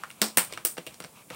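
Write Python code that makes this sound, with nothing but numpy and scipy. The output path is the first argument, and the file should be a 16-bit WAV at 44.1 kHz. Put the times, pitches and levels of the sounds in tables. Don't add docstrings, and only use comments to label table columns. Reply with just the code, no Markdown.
import sys
import numpy as np
from scipy import signal
from scipy.fft import rfft, irfft, next_fast_len
from scipy.io import wavfile

SR = 44100
rng = np.random.default_rng(int(sys.argv[2]) if len(sys.argv) > 2 else 0)


def how_loud(loudness_db):
    steps = np.asarray(loudness_db, float) / 20
    return 10 ** steps


def persist_wave(psi):
    counts = np.round(np.clip(psi, -1, 1) * 32767).astype(np.int16)
    wavfile.write(sys.argv[1], SR, np.atleast_2d(counts).T)


N = 59535

# (time [s], level near 3 kHz before CRACK_DB [dB],
# then relative to it: bass [dB], low middle [dB], upper middle [dB], treble [dB])
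SNAPS = [(0.0354, -30.5, -8, 15.5, -4, -5), (0.099, -50, -8, -8, 0, 9), (0.103, -30, -28, -4.5, -21, -3.5),
         (0.112, -36.5, -11.5, -13, -1.5, -3), (.2166, -14, 2.5, 3, 8, 5.5), (.2232, -19.5, -22, 0, 9, -22),
         (0.252, -27, -21, -16, -8, 3), (0.3721, -10, -7, -1.5, -2.5, 8.5),
         (.3795, -12.5, -8, -3.5, -16, -4), (0.3835, -16, -6.5, 7.5, -1, 8.5),
         (0.3911, -37, -25, -6, -12, 3), (0.524, -25.5, 0, -11, -2, -11.5),
         (0.5253, -28, -4, -10, -3.5, -3.5), (.5356, -24, -12, -15, -9, -7),
         (0.5745, -24.5, -12.5, 4.5, -8, -8), (0.6501, -21.5, -3, -2.5, 1.5, 15.5),
         (0.6576, -32, -30, 10.5, 2, 16), (0.667, -45, 4, -21, 19.5, 27.5), (0.769, -33.5, 2, 0.5, -4, -12),
         (0.777, -29.5, -3, -1, -8, -9), (0.781, -24, -1, -1, -8, -8), (0.8657, -23, -7, -12, -14, -7.5),
         (0.872, -26, -11, -13, -9, -10), (.942, -42.5, -5, -3, 6, 4), (0.999, -55, -14, -3, 7, 0),
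         (1.0021, -30, -2.5, 3, -3.5, 2), (1.0226, -34, -13, -18, -2, -14),
         (1.0288, -45, -25, 9.5, -4, -11), (1.0399, -34, -8, 4, -1, 0), (1.0455, -31.5, 2.5, 0, 0, -7),
         (1.302, -30, -8, -1, -5, -6), (1.306, -36, 7, 11.5, -7, -5), (1.335, -40, -11, -20, -13, -9),
         (1.346, -33.5, 2, -3, -16, 0)]
TONE_HZ = [450, 1350, 2900, 5000, 9500, 14000]
# (frequency [Hz], relative level [dB], t60 [s])
SHELL_MODES = [(344, -11, 0.15), (505, -3, 0.082), (636, -4, 0.1), (1342, -1, 0.023), (1590, -6.5, 0.032),
               (2228, -0.5, 0.02), (2774, 4.5, 0.025), (4430, -17, 0.0085), (5683, 8, 0.024)]
# (delay [s], level [dB])
WALL_ECHOES = [(.0072, -14), (0.0121, -19), (.0185, -20.5)]
# (frequency [Hz], t60 [s])
ROOM_T60 = [(150, 0.08), (500, 0.34), (1500, 0.18), (4000, 0.24), (9000, 0.25), (15000, 0.057)]
# (time [s], level [dB], frequency [Hz], t60 [s])
BOOMS = [(.218, -26, 217.4, 0.22), (0.374, -28.5, 183, 0.13), (.785, -36, 168.5, 0.089),
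         (0.875, -49, 209, 0.075), (1.006, -40.5, 176, 0.075), (1.049, -40, 166, 0.064),
         (1.306, -42.5, 176, 0.14)]
# (time [s], level [dB])
RUSTLE_LEVEL = [(0, -53), (0.092, -60.5), (.15, -62.5), (.2, -55.5), (.47, -65.5), (.51, -47.5),
                (.6, -57.5), (.72, -73), (.8, -73), (.93, -57), (.99, -65.5), (1.06, -68), (1.12, -67.5),
                (1.17, -52.5), (1.218, -56.5), (1.27, -73), (1.319, -48), (1.35, -44)]
# (frequency [Hz], relative density [dB per Hz])
RUSTLE_SPECTRUM = [(120, -53), (200, -24), (432, -12.5), (1180, -3), (1870, -18), (2290, -4), (3370, -12),
                   (16000, -30)]
# (time [s], level [dB])
RUMBLE_LEVEL = [(0, -77), (.49, -61), (.54, -54), (.62, -61.5), (.7, -72), (.85, -92), (0.888, -52.5),
                (.95, -72), (1.281, -66), (1.331, -54.5)]
# (frequency [Hz], relative density [dB per Hz])
RUMBLE_SPECTRUM = [(35, -36), (65, -12), (110, -4.5), (170, -3), (300, -50)]
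# (frequency [Hz], relative density [dB per Hz])
HISS_SPECTRUM = [(15, -47), (25, -24.5), (197, 2), (313, -6.5), (651, -8), (1390, -16.5), (4360, -23.5),
                 (4730, -20.5), (8830, -12), (14400, -18), (16500, -14)]
# (frequency [Hz], gain [dB])
SNAP_COLOUR = [(100, -27), (150, -8.5), (260, 10.5), (5400, 3), (6400, -2.5), (8200, 4.5), (9500, 5),
               (10000, -6.5), (12000, -4), (15700, 1), (16200, -26)]

CRACK_S, RISE_S, CRACK_DB = 0.0088, 0.0005, 15
EVEN = 0.6
LAG_S, LAG_HZ = 0.0022, 400
SHELL_DB, SHELL_SCATTER_DB = -36, 3
LOUD_DB = -24
SOFT_TOP_DB = -5
CASCADE_DB, CASCADE_S = -3, 0.2
CASCADE_PER_S, CASCADE_SPREAD_DB = 1500, 3.5
ROOM_DB, ROOM_GAP_S = -8, 0.004
BOOM_RISE_S = 0.0024
TICKS_PER_S, TICK_SPREAD_DB, TICK_SHARE = 1500, 2, 0.2
HISS_DB = -54.5
TOP_HZ, STEADY_TOP_HZ = 17100, 15900


def unit(x):
    return x / np.sqrt(np.mean(x ** 2) + 1e-20)


def along(points, hz):
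    f, v = np.transpose(points)
    return np.interp(np.log(hz + 1), np.log(f + 1), v)


def filtered(x, response):
    m = next_fast_len(len(x) + 8192)
    hz = np.fft.rfftfreq(m, 1 / SR)
    return irfft(rfft(x, m) * response(hz), m)[:len(x)]


def bottle():
    out = np.zeros(N + SR)
    for s, *levels in SNAPS:
        one = snap(*levels)
        start = round(s * SR) - 64
        out[start:][:len(one)] += one
    return out[:N]


def snap(db, bass_db, low_db, high_db, treble_db):
    t = np.arange(SR // 3) / SR
    direct = crack(t) + shell_ring(t)
    loud = db + max(treble_db, 0) > LOUD_DB
    after = how_loud(ROOM_DB) * room_tail() + loud * how_loud(CASCADE_DB) * cascade(t)
    sound = filtered(direct, wall_echoes) + filtered(after, lambda hz: hz < STEADY_TOP_HZ)
    very_top_db = treble_db + SOFT_TOP_DB * (1 - loud)
    tone = list(zip(TONE_HZ, [bass_db, low_db, 0, high_db, treble_db, very_top_db]))
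    padded = np.pad(sound, (64, 0))
    shaped = filtered(padded, lambda hz: how_loud(along(tone, hz)) * bending_dispersion(hz))
    return how_loud(db + CRACK_DB) * shaped


def crack(t):
    t = t[:512]
    burst = rng.standard_normal(512) * how_loud(-60 * t / CRACK_S) * (1 - np.exp(-t / RISE_S))
    spectrum = rfft(burst)
    evened = irfft(spectrum / (np.abs(spectrum) + 1e-9) ** EVEN)
    evened = evened * np.minimum(1, np.arange(512, 0, -1) / 400)
    return np.pad(evened / np.linalg.norm(evened), (0, SR // 3 - 512))


def shell_ring(t):
    ring = np.zeros(len(t))
    for hz, level, t60 in SHELL_MODES:
        scatter = rng.normal(0, SHELL_SCATTER_DB)
        ring += how_loud(level + scatter - 60 * t / t60) * np.sin(2 * np.pi * hz * t)
    return how_loud(SHELL_DB) * ring


def bending_dispersion(hz):
    cycles = LAG_S * (2 * np.sqrt(LAG_HZ * hz) - hz * np.sqrt(LAG_HZ / TONE_HZ[-1]))
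    return np.exp(-2j * np.pi * cycles)


def cascade(t):
    struck = rng.random(len(t)) < CASCADE_PER_S / SR
    hits = struck * how_loud(CASCADE_SPREAD_DB * rng.standard_normal(len(t)) - 60 * t / CASCADE_S)
    envelope = np.convolve(hits, how_loud(-60 * t[:256] / CRACK_S))[:len(t)]
    crowd = envelope * rng.standard_normal(len(t))
    return crowd / (np.linalg.norm(crowd) + 1e-9)


def wall_echoes(hz):
    return 1 + sum(how_loud(level) * np.exp(-2j * np.pi * hz * delay) for delay, level in WALL_ECHOES)


def room_tail():
    hz, t, z = signal.stft(rng.standard_normal(SR // 3), SR, nperseg=128)
    decay = how_loud(-60 * t / along(ROOM_T60, hz)[:, None])
    tail = signal.istft(z * decay, SR, nperseg=128)[1][:SR // 3]
    onset = 1 - np.exp(-(np.arange(len(tail)) / SR / ROOM_GAP_S) ** 2)
    tail = tail * onset
    return tail / np.linalg.norm(tail)


def booms():
    out, t = np.zeros(N + SR), np.arange(SR // 3) / SR
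    rise = 1 - np.exp(-t / BOOM_RISE_S)
    for s, db, hz, t60 in BOOMS:
        ring = how_loud(db - 60 * t / t60) * np.sin(2 * np.pi * hz * t)
        out[round(s * SR):][:len(t)] += ring * rise
    return out[:N]


def noise_course(noise, course, spectrum):
    s, db = np.transpose(course)
    level = how_loud(np.interp(np.arange(N) / SR, s, db))
    return level * unit(filtered(noise, lambda hz: how_loud(along(spectrum, hz))))


def fingers():
    struck = rng.random(N) < TICKS_PER_S / SR
    ticks = struck * how_loud(TICK_SPREAD_DB * rng.standard_normal(N)) * rng.standard_normal(N)
    rub = np.sqrt(TICK_SHARE) * unit(ticks) + np.sqrt(1 - TICK_SHARE) * rng.standard_normal(N)
    return noise_course(rub, RUSTLE_LEVEL, RUSTLE_SPECTRUM)


def rumble():
    return noise_course(rng.standard_normal(N), RUMBLE_LEVEL, RUMBLE_SPECTRUM)


def hiss():
    return how_loud(HISS_DB) * unit(filtered(rng.standard_normal(N), lambda hz: how_loud(along(HISS_SPECTRUM, hz))))


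def scene():
    steady = filtered(fingers() + rumble() + hiss(), lambda hz: hz < STEADY_TOP_HZ)
    snaps = filtered(bottle(), lambda hz: how_loud(along(SNAP_COLOUR, hz)))
    return (snaps + booms() + steady)[None]


def top_cut(x):
    return signal.sosfilt(signal.butter(12, 17140, fs=SR, output="sos"), x)


def record(dry):
    mix = filtered(dry[0], lambda hz: hz < TOP_HZ)[None]
    return top_cut(mix)


dry = scene()
out = record(dry)
persist_wave(out)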